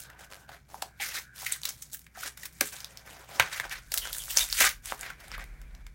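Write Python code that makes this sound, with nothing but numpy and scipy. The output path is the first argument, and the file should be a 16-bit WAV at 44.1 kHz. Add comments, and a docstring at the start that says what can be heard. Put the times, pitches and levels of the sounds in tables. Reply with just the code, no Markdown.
"""Plastic film rustles softly over a faint hiss as hands work a small pack open above a craft table.
Friction makes the film slide and crinkle, stiff folds buckle with a snap, and the seam rips.
Film rasps or a snapped panel rings, a fingernail ticks over ridges, and the pack knocks on the table.
All is close to a microphone in a small room, over mains hum, a faint whine and the low shudder of
the microphone's stand."""
import sys
import numpy as np
from scipy import signal
from scipy.fft import rfft, irfft
from scipy.io import wavfile
from scipy.ndimage import uniform_filter1d

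SR = 44100
rng = np.random.default_rng(int(sys.argv[2]) if len(sys.argv) > 2 else 0)


def materialize(psi):
    """Save the field psi as 16-bit PCM at rate SR to the path in sys.argv[1].

    A 1-D psi becomes a single channel; in a 2-D psi each row is a channel.
    """
    bounded = np.clip(np.atleast_2d(psi).T, -1, 1)
    quanta = np.round(bounded * 32767).astype(np.int16)
    wavfile.write(sys.argv[1], SR, quanta)


N = 262323
TIME = np.arange(N) / SR
FFT_SIZE = 2048
BINS = np.maximum(np.fft.rfftfreq(FFT_SIZE, 1 / SR), 1)  # Hz

# Spells of rustle: the film is dragged, crumpled or ripped, shakes after a knock, or faintly settles.
# Each row: start in seconds, length in seconds, level in dB, swell over the spell in dB,
# relative body in dB, relative treble in dB.
RUSTLE_SPELLS = [(0, 0.012, -48.5, 0, 2, 10), (0.049, 0.14, -50, -2, 1.5, -24),
                 (0.192, 0.049, -47, 0.5, 2, -7), (0.306, 0.13, -54, -7.5, 8.5, -4.5),
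                 (0.496, 0.065, -45.5, -2.5, 0.5, -12.5), (0.698, 0.18, -55.5, -2, 11, 0),
                 (1.016, 0.098, -32.5, -6.5, -11.5, -3.5), (1.146, 0.043, -30.5, -4.5, -11.5, -4),
                 (1.362, 0.081, -42, 7.5, -8, 1), (1.466, 0.079, -34.5, 1.5, -18.5, -3.5),
                 (1.642, 0.057, -43.5, 4.5, -1.5, 4), (1.73, 0.31, -63.5, -11, 0, 7),
                 (1.934, 0.0067, -48.5, -3, -1.5, 13.5), (2.157, .11, -40, 16.5, -7.5, -2.5),
                 (2.378, 0.066, -49.5, 8.5, -3.5, 0.5), (2.522, 0.06, -59, 5, -12, 4),
                 (2.613, 0.011, -35, 3.5, -2.5, -6), (2.657, 0.023, -42.5, -0.5, -14, 7),
                 (2.73, 0.078, -41.5, -5.5, -2.5, -1), (2.841, 0.19, -51, -1.5, 2.5, -8),
                 (3.064, 0.18, -46, -5, 3.5, -7), (3.294, 0.071, -40, 4.5, 3, -7.5),
                 (3.399, 0.1, -32, -7, -5, -14), (3.529, 0.079, -30.5, -7, -12, -11.5),
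                 (3.64, 0.0086, -32.5, 0, -0.5, -12.5), (3.715, 0.061, -32.5, -7, -11.5, -13),
                 (3.814, 0.089, -58.5, 7, -7, -1), (3.938, .05, -44, -3, 3, 11),
                 (4.022, 0.073, -39.5, 0.5, -2, 0), (4.135, 0.16, -48.5, -4.5, 2, 12),
                 (4.299, 0.044, -40, -3.5, -4.5, 8), (4.37, 0.068, -29, -5, -7.5, 3.5),
                 (4.482, 0.1, -34.5, 12, -24, 0.5), (4.607, 0.062, -17, -5.5, -12, -5),
                 (4.855, 0.065, -37, 0, -8, 0), (4.958, .06, -44.5, 7, -1, -8),
                 (5.032, 0.071, -32, -4.5, -8, -18.5), (5.186, .1, -46, 4.5, -4.5, -13),
                 (5.318, 0.03, -31, 4, -19, -24), (5.394, 0.023, -34.5, -1, -7.5, -19),
                 (5.48, 0.33, -60.5, 1, 1.5, -17)]
# Resonances of the pack's walls. Each row: frequency in Hz, width in Hz, height in dB.
WALL_RESONANCES = [(703, 140, 4), (1508, 320, 4), (1914, 260, 3.5), (2310, 60, 3.5), (3740, 170, 2),
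                   (6600, 1600, 1)]
# Spectrum of the room's background noise. Each row: frequency in Hz, relative density in dB.
AIR_SPECTRUM = [(25, -8), (60, -3.5), (130, 6.5), (220, -5.5), (400, -14), (1000, -22), (1300, -20.5),
                (1570, -15), (1950, -15), (2350, -9), (2750, -30.5), (8000, -31), (16000, -35)]
# Harmonics of the mains. Each row: frequency in Hz, level in dB.
HUM_PARTIALS = [(60, -62.5), (120, -77.5)]
# Modes of the microphone's stand. Each row: frequency in Hz, relative level in dB.
STAND_MODES = [(43, -5), (34, -8.5), (56, -12.5)]
# Jolts to the stand. Each row: start in seconds, level in dB, time to fall 60 dB in seconds.
STAND_JOLTS = [(3.385, -48, .3), (3.6, -52.5, 4), (3.96, -51.5, 5), (4.35, -46, 3.5), (5.29, -43.5, 10.3)]
# Envelope of the whine. Each row: time in seconds, level in dB.
WHINE_LEVELS = [(0, -61), (.55, -64), (.65, -87), (.92, -64.5), (1.32, -58), (1.8, -81), (3.85, -65),
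                (5.95, -76)]
# A fold or the seam snaps. Each row: time in seconds, level in dB, tilt in dB per octave,
# ring of the panel in Hz, height of that ring in dB, decay time in milliseconds.
FOLD_SNAPS = [(.1008, -24, -2.5, 1600, 16, 1.7), (.492, -22.5, -6.5, 13000, 3, 0.56),
              (0.8228, -3.5, -3, 6800, 3.5, 2.7), (1.465, -6, .7, 2260, 17.5, 5.9),
              (1.523, -9, -0.8, 8060, 18.5, 2.6), (1.6171, -23, -2, 7560, 15.5, 0.72),
              (1.634, -13, -2, 4000, 12, 1), (1.6543, -3, 0, 3840, 10.5, 2.3),
              (1.6907, -8.5, 1, 6020, 7, 5), (1.8238, -17, 2, 6500, 11.5, 4.9),
              (1.9454, -18, 6, 1640, 21, 4), (1.9932, -28.5, .3, 12400, 11, 0.55),
              (2.0664, -26.5, -3, 2070, 13, 2.6), (2.2325, -19, 0.5, 1420, 29, 2.4),
              (2.375, -17.5, -0.3, 1720, 10, 3.3), (2.4333, -17.5, 1, 1950, 16, 2.7),
              (2.4564, -10, 1, 1410, 9.5, 6), (2.61, 8, -1.3, 1700, 7.5, 2.14),
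              (2.8047, -19.5, -1, 4770, 15, .9), (2.8454, -14.5, -1, 4250, 13.5, 0.68),
              (2.9732, -21, -1, 4670, 15, .8), (3.3981, 9, -6, 2380, 9.5, 1.24),
              (3.4029, -0.3, -6.5, 1600, 13, 2.3), (3.4249, -7.5, -8, 2010, 11, 1.3),
              (3.5994, -4.5, -4, 1990, 12, 1.3), (3.6956, -21.5, -1, 5370, 9, 1.6),
              (3.9198, -7, 0, 5260, 9.5, 2.3), (3.9411, -2, 3.5, 1430, 16, 2),
              (3.9759, -4.5, 2.5, 3800, 16, 1.2), (3.9819, -5.5, 4, 1590, 9, 1),
              (4.0539, -11.5, -4, 1410, 16, 1.5), (4.073, -14, -5.5, 7650, 14, 0.7),
              (4.13, -11.5, 3.5, 3790, 14.5, 1.2), (4.1485, -18, 0, 1750, 10, 2),
              (4.1673, -17, 1.5, 1470, 11.5, 1.4), (4.1837, -14.5, 0.5, 8450, 13.5, 0.6),
              (4.372, 1.5, -2.5, 6050, 21.5, 1.2), (4.3855, -6, -1.5, 6340, 16, 0.63),
              (4.393, 0.5, 0, 3800, 9.5, .6), (4.5011, -19, -3.5, 5230, 17.5, 1.2),
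              (4.5271, -3.5, -0.5, 4870, 15.5, 0.77), (4.5876, -7.5, 1.5, 2180, 21.5, 3.8),
              (4.6101, 1.5, -5.5, 1750, 13, 2.9), (4.6183, -0.5, -0.5, 1650, 19.5, 1.4),
              (4.6231, 4, -3.5, 2610, 13, 4.6), (4.6437, -2, -6.5, 2060, 15, 0.74),
              (4.6642, -6, -6.5, 1610, 5, 1.5), (4.6714, -2, -4.5, 1710, 5, 5.5),
              (4.692, -4, 0, 1580, -5, 1.4), (4.8578, -18, -1, 9200, 16, .7),
              (4.9938, -24, -7, 8840, 23, 0.5), (5.0108, -19, 2.5, 7400, 14, .6),
              (5.1028, -15, -4, 1460, 12.5, 5.3), (5.2039, -20.5, -4, 1460, 9.5, 7.9),
              (5.282, -25.5, -1, 8900, 6, .6), (5.3167, -16.5, -6.5, 5080, 11.5, 0.48),
              (5.3793, -26, -9, 12500, 26, 2), (5.4408, -28.5, 0.5, 9000, 8, 0.84),
              (5.6161, -25.5, -3, 1630, 5, 1.7), (5.75, -28.5, -4, 5340, 9, 1.3),
              (5.8666, -21.5, -4, 1930, 9, 1.5)]
# The pack meets the table. 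Each row: start in seconds, level in dB, contact pitch in Hz,
# its half width in octaves, thump frequency in Hz, relative thump level in dB.
PACK_KNOCKS = [(0.493, 0, 790, 0.21, 450, -7), (0.7437, 6.5, 860, 0.23, 450, -27),
               (0.8249, 10, 797, 0.32, 400, -25), (1.001, 9, 816, 0.063, 400, -30),
               (1.4298, -2, 780, 0.3, 450, -31), (2.1746, 4.5, 730, 0.11, 400, -22),
               (2.256, -12, 740, 0.48, 350, 2.5), (2.6131, 13, 600, 0.21, 300, 20),
               (3.3979, -3, 700, 0.37, 94, 22), (3.4035, 21.5, 1490, 0.093, 450, 4),
               (3.603, -2.5, 623, 0.29, 110, 8), (3.921, -7.5, 625, 1, 350, -30),
               (4.105, -2, 1390, .15, 400, -26.5), (4.282, -6.5, 1450, 0.51, 600, -18),
               (4.371, 9, 586, 0.33, 397, -11), (4.6102, 16, 620, 0.19, 251, 16),
               (4.9226, 10, 990, 1, 415, 5), (5.381, 2.5, 1180, 0.18, 500, -19)]
# Modes of the table top. 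Each row: frequency in Hz, time to fall 60 dB in seconds, relative level in dB.
TABLE_MODES = [(97.5, 0.055, 2), (133, 0.085, 2), (171.6, 0.27, 4), (275, 0.04, 12), (330, 0.077, 3),
               (420, 0.22, 2.5), (530, 0.037, -0.5)]
# Film rasps, or a snapped panel rings briefly, on one resonance. Each row: start in seconds,
# length in seconds, first pitch in Hz, last pitch in Hz, width in Hz, level in dB.
RASPS_AND_RINGS = [(.998, 0.033, 2700, 2597, 1200, -35.5), (1.016, 0.038, 2217, 2120, 260, -35.5),
                   (2.149, .04, 1590, 1497, 600, -49.5), (2.257, 0.039, 1647, 1833, 504, -42.5),
                   (3.397, 0.019, 3588, 3430, 1100, -26.5), (3.633, 0.027, 1595, 1660, 300, -38.5),
                   (3.722, 0.031, 1900, 1850, 900, -40), (4.015, 0.11, 3040, 3250, 400, -42.5),
                   (4.129, 0.046, 3470, 3650, 600, -48), (4.194, .05, 3450, 3020, 450, -43),
                   (4.298, 0.038, 3030, 3350, 702, -39.5), (4.405, 0.034, 3700, 3615, 201, -27.5),
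                   (4.404, 0.032, 2930, 2900, 200, -36), (4.658, .028, 1543, 1590, 297, -26)]


def undb(db):
    """Decibels to amplitude gain."""
    return 10 ** (np.asarray(db) / 20)


def unit(x):
    """Scale to rms 1."""
    return x / np.sqrt(np.mean(x ** 2))


def decay(t, t60):
    """Exponential damping of 60 dB in t60 seconds."""
    return np.exp(-np.log(1000) * t / t60)


def add(out, start_s, x):
    """Superpose x on out from start_s on."""
    i = max(int(round(start_s * SR)), 0)
    out[i:i + len(x)] += x[:max(N - i, 0)]


def drift(rate_hz):
    """Smooth random modulation of rms 1."""
    hold = int(SR / rate_hz)
    steps = np.repeat(rng.standard_normal(N // hold + 1), hold)
    return unit(uniform_filter1d(steps, hold)[:N])


def response(db):
    """Minimum-phase impulse response with the given gain at each of BINS."""
    cepstrum = irfft(np.log(undb(db)))
    half = FFT_SIZE // 2
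    cepstrum[1:half] *= 2
    cepstrum[half + 1:] = 0
    return irfft(np.exp(rfft(cepstrum)))


def through(x, impulse_response):
    """Convolution, keeping the length."""
    return signal.fftconvolve(x, impulse_response)[:len(x)]


def highpass_db(hz, order=2):
    """Butterworth high-pass gain at each of BINS."""
    return -10 * np.log10(1 + (hz / BINS) ** (2 * order))


def lowpass_db(hz, order=2):
    """Butterworth low-pass gain at each of BINS."""
    return -10 * np.log10(1 + (BINS / hz) ** (2 * order))


def resonance(hz, octaves):
    """Resonance curve of height 1 over BINS."""
    return 1 / (1 + (np.log2(BINS / hz) / octaves) ** 2)


def rustle_envelopes(held_db=-68, held_treble_db=-6.5, rise_db_per_s=900.5, fall_db_per_s=380):
    """Incoherent addition: spells of rustle and the faint stir of held film sum in power."""
    power = np.full(N, undb(held_db) ** 2)
    body = power.copy()
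    treble = power * undb(held_treble_db) ** 2
    for start, length, db, swell_db, body_db, treble_db in RUSTLE_SPELLS:
        t = TIME - start
        hold_db = db + swell_db * (np.clip(t / length, 0, 1) - .5)
        fade_db = rise_db_per_s * np.maximum(-t, 0) + fall_db_per_s * np.maximum(t - length, 0)
        live = fade_db < 100
        spell = np.zeros(N)
        spell[live] = undb(hold_db[live] - fade_db[live]) ** 2
        power += spell
        body += spell * undb(body_db) ** 2
        treble += spell * undb(treble_db) ** 2
    level_db, body_db, treble_db = 10 * np.log10([power, body / power, treble / power])
    # the share of separate cracks rises with the treble and falls as a harder pull merges them
    crack_share = .48 + .03 * treble_db - .006 * (level_db - level_db.mean())
    return level_db, body_db, treble_db, np.clip(crack_share, 0, 1)


def crack_power(per_s=900, spread_db=3, even_s=.033, facet_s=.0003):
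    """Shot noise: tiny random cracks, a few far larger than the rest, each briefly shake a facet."""
    size = undb(spread_db * np.minimum(rng.exponential(size=N), 5))
    pulses = size ** 2 * (rng.random(N) < per_s / SR)
    local_mean = np.maximum(uniform_filter1d(pulses, int(even_s * SR)), 1e-4)
    ring = np.exp(-np.arange(FFT_SIZE) / SR / facet_s)
    return np.maximum(through(pulses / local_mean, ring / ring.sum()), 0)


def film_rustle(envelopes, gain_db=-1, slip_db=2.5, flicker_db=2.5, taut_hz=3500, taut_octaves=.38):
    """Friction: slips and cracks excite the pack's walls; the colour shifts as the film flexes."""
    level_db, body_db, treble_db, crack_share = envelopes
    taut_db = -1 + .31 * treble_db  # taut film is bright, so its ring grows with the treble
    cracks = crack_power()
    slips = unit(undb(slip_db * drift(220)))
    friction = np.sqrt(crack_share * cracks + (1 - crack_share) * slips ** 2) * rng.standard_normal(N)
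    walls_db = sum(db / (1 + (2 * (BINS - hz) / width) ** 2) for hz, width, db in WALL_RESONANCES)
    rolloff_db = np.interp(np.log(BINS), np.log([200, 520, 8000, 16000]), [-10, 0, 0, -4.5])
    friction = through(friction, response(walls_db + rolloff_db))
    out = np.zeros(N)
    # half-octave bands overlap to a flat sum, each flickering on its own
    for hz in 125 * 2 ** (np.arange(15) / 2):
        triangle = np.maximum(1 - 2 * np.abs(np.log2(BINS / hz)), 0)
        band = signal.oaconvolve(friction, np.fft.fftshift(irfft(triangle)))[FFT_SIZE // 2:][:N]
        body = np.interp(np.log(hz), np.log([750, 1700]), [1, 0])
        treble = np.interp(np.log(hz), np.log([3300, 7000]), [0, 1])
        taut = 1 / (1 + (np.log2(hz / taut_hz) / taut_octaves) ** 4)
        colour_db = body * body_db + treble * treble_db + taut * taut_db
        out += undb(level_db + gain_db + colour_db + flicker_db * drift(70)) * band
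    return out


def room_air(level_db=-61, waver_db=6, split_hz=500):
    """Spectrally shaped noise: a steady low murmur under a hiss whose level wavers slowly."""
    hz, db = np.transpose(AIR_SPECTRUM)
    bins_hz = np.fft.rfftfreq(N, 1 / SR) + 1
    gain = undb(np.interp(np.log(bins_hz), np.log(hz), db))
    air = unit(irfft(rfft(rng.standard_normal(N)) * gain, N))
    murmur = signal.sosfilt(signal.butter(2, split_hz, fs=SR, output="sos"), air)
    hiss = (air - murmur) * undb(waver_db * drift(1.4))
    return undb(level_db) * (murmur + hiss)


def mains_hum():
    """Harmonic series: steady tones at the mains frequency and its octave."""
    return sum(np.sqrt(2) * undb(db) * np.sin(2 * np.pi * hz * TIME + rng.uniform(0, 2 * np.pi))
               for hz, db in HUM_PARTIALS)


def stand_shudder(wander=.023, rumble_db=-16, rest_db=-77, rise_s=.011):
    """Beating modes: the stand sways with a little rumble, and damping drains each jolt."""
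    sway = np.zeros(N)
    for hz, db in STAND_MODES:
        wandering_hz = hz * (1 + wander * drift(4))
        sway += undb(db) * np.sin(2 * np.pi * np.cumsum(wandering_hz) / SR)
    rumble = through(rng.standard_normal(N), response(highpass_db(60) + lowpass_db(170, order=4)))
    power = np.full(N, undb(rest_db) ** 2)
    for start, db, t60 in STAND_JOLTS:
        t = np.maximum(TIME - start, 0)
        power += (undb(db) * (1 - np.exp(-t / rise_s)) * decay(t, t60)) ** 2
    return (unit(sway) + undb(rumble_db) * unit(rumble)) * np.sqrt(power)


def whine(hz=1560, width_hz=230):
    """Narrow-band noise is heard as a pitch: a faint whine that comes and goes."""
    band = signal.butter(2, [hz - width_hz / 2, hz + width_hz / 2], "bandpass", fs=SR, output="sos")
    level_db = np.interp(TIME, *np.transpose(WHINE_LEVELS))
    return unit(signal.sosfilt(band, rng.standard_normal(N))) * undb(level_db)


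def creases(envelopes, count=420, gain_db=13, spread_db=3, ring_hz=5500, ring_db=12, tick_s=.0003):
    """Bistability: small creases flip at random, each with a brief ring of its own."""
    out = np.zeros(N)
    level_db, _, treble_db, crack_share = envelopes
    # bright, cracking film sheds the clearest ticks; their size follows the rustle only in part
    rustle_db = level_db + treble_db / 2
    force_db = rustle_db.mean() + .61 * (rustle_db - rustle_db.mean())
    force = undb(force_db + gain_db) * crack_share
    fade = np.exp(-np.arange(FFT_SIZE) / SR / tick_s)
    for when, size, pitch in rng.random((count, 3)):
        burst = rng.standard_normal(FFT_SIZE) * fade
        hz = ring_hz * 2 ** (.96 * (2 * pitch - 1))
        size_db = spread_db * min(-np.log(1 - size), 3)
        colour_db = ring_db * (resonance(hz, octaves=.16) - .5) + highpass_db(1800)
        tick = through(burst / np.linalg.norm(burst), response(colour_db + size_db))
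        add(out, when * N / SR, force[int(when * N)] * tick)
    return out


def snaps(rise_ratio=.44, flutter_db=-22, flutter_s=.026, lead_s=.008):
    """Buckling: a fold gives way in an avalanche of cracks; the panel rings, then flutters to rest."""
    out = np.zeros(N)
    t = np.arange(FFT_SIZE) / SR - lead_s
    for peak_s, db, tilt_db, ring_hz, ring_db, decay_ms in FOLD_SNAPS:
        avalanche = np.exp(np.where(t < 0, t / rise_ratio, -t) / (decay_ms / 1000))
        flutter = (t > 0) * np.exp(-np.abs(t) / flutter_s) * undb(flutter_db)
        burst = rng.standard_normal(len(t)) * (avalanche + flutter)
        colour_db = tilt_db * np.log2(np.maximum(BINS, 500) / 4000)
        colour_db += ring_db * resonance(ring_hz, octaves=.35)
        colour_db += highpass_db(1300)  # a small panel radiates little bass
        add(out, peak_s - lead_s, undb(db) * through(burst / np.linalg.norm(burst), response(colour_db)))
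    return out


def nail_on_ridges(start_s=.3028, gap_s=.0104, count=7, level_db=-14, fade_db=9, tick_s=.00087):
    """Nearly periodic impacts: a fingernail crosses ridges in a run of ticks that swells and fades."""
    out = np.zeros(N)
    t = np.arange(FFT_SIZE) / SR
    colour = response(highpass_db(430) + lowpass_db(3000, order=1))
    for k, place in enumerate(np.linspace(-1, 1, count)):
        burst = rng.standard_normal(FFT_SIZE) * np.exp(-t / tick_s)
        tick = through(burst / np.linalg.norm(burst), colour)
        onset = start_s + gap_s * (k + .042 * rng.standard_normal())
        add(out, onset, undb(level_db - fade_db * place ** 2) * tick)
    return out


def knocks(skirt_db=-27, thump_gain_db=3):
    """Impact excitation: a blunt contact sets off one damped ring of the pack and the table's modes."""
    out = np.zeros(N)
    t = np.arange(SR // 5) / SR
    table = sum(undb(db) * np.sin(2 * np.pi * hz * t) * decay(t, t60) for hz, t60, db in TABLE_MODES)
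    table /= np.abs(rfft(table)).max()
    for start, db, hz, octaves, thump_hz, thump_db in PACK_KNOCKS:
        ring_db = 20 * np.log10(resonance(hz, octaves) + undb(skirt_db))
        add(out, start, undb(db) * response(ring_db + highpass_db(250) + lowpass_db(2000)))
        # the place of contact picks which of the table's modes answer
        place_db = 20 * np.log10(resonance(thump_hz, octaves=.51)) + highpass_db(thump_hz / 2)
        add(out, start, undb(thump_db + thump_gain_db) * through(table, response(place_db)))
    return out


def rasps_and_rings(attack_s=.0016, spread_db=4):
    """Resonance: film rasps, or a snapped panel rings briefly, at a pitch that glides with tension."""
    out = np.zeros(N)
    for start, length, start_hz, end_hz, width_hz, db in RASPS_AND_RINGS:
        t = np.arange(int(length * SR)) / SR
        kicks = rng.standard_normal(SR // 4) * undb(spread_db * rng.standard_normal(SR // 4))
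        kick_phases = rng.uniform(0, 2 * np.pi, SR // 4)
        # low-passed random kicks, shifted up to the gliding pitch, form a band width_hz wide
        lowpass = signal.butter(2, width_hz / 2, fs=SR, output="sos")
        ring = signal.sosfilt(lowpass, kicks * np.exp(1j * kick_phases))[-len(t):]
        glide_phase = 2 * np.pi * np.cumsum(np.linspace(start_hz, end_hz, len(t))) / SR
        envelope = (1 - np.exp(-t / attack_s)) * np.cos(np.pi / 2 * t / length)
        add(out, start, undb(db) * envelope * unit((ring * np.exp(1j * glide_phase)).real))
    return out


def room(x, t60_s=.19, tail_db=-11, build_s=.0034, wall_s=.009, wall_db=-19, treble_db=-2):
    """Reverberation: one near reflection and the short diffuse tail of a furnished room."""
    t = np.arange(SR // 2) / SR
    build_up = 1 - np.exp(-(t / build_s) ** 2)
    tail = rng.standard_normal(len(t)) * decay(t, t60_s) * build_up
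    echoes = undb(tail_db) * tail / np.linalg.norm(tail)
    echoes[int(wall_s * SR)] += undb(wall_db)
    treble_loss = response(treble_db * BINS / (BINS + 4000))
    return through(x, through(echoes, treble_loss))


def scene():
    """Superposition: the pack's direct sound, its reverberation and the background, in one channel."""
    envelopes = rustle_envelopes()
    pack = snaps() + knocks() + film_rustle(envelopes) + creases(envelopes)
    pack += rasps_and_rings() + nail_on_ridges()
    return (pack + room(pack) + room_air() + mains_hum() + stand_shudder() + whine())[None]


def record(dry, top_hz=16100):
    """Band limiting: the recorder's steep low-pass cuts the highest treble."""
    return signal.sosfilt(signal.ellip(10, .2, 70, top_hz, fs=SR, output="sos"), dry)


dry = scene()
out = record(dry)
materialize(out)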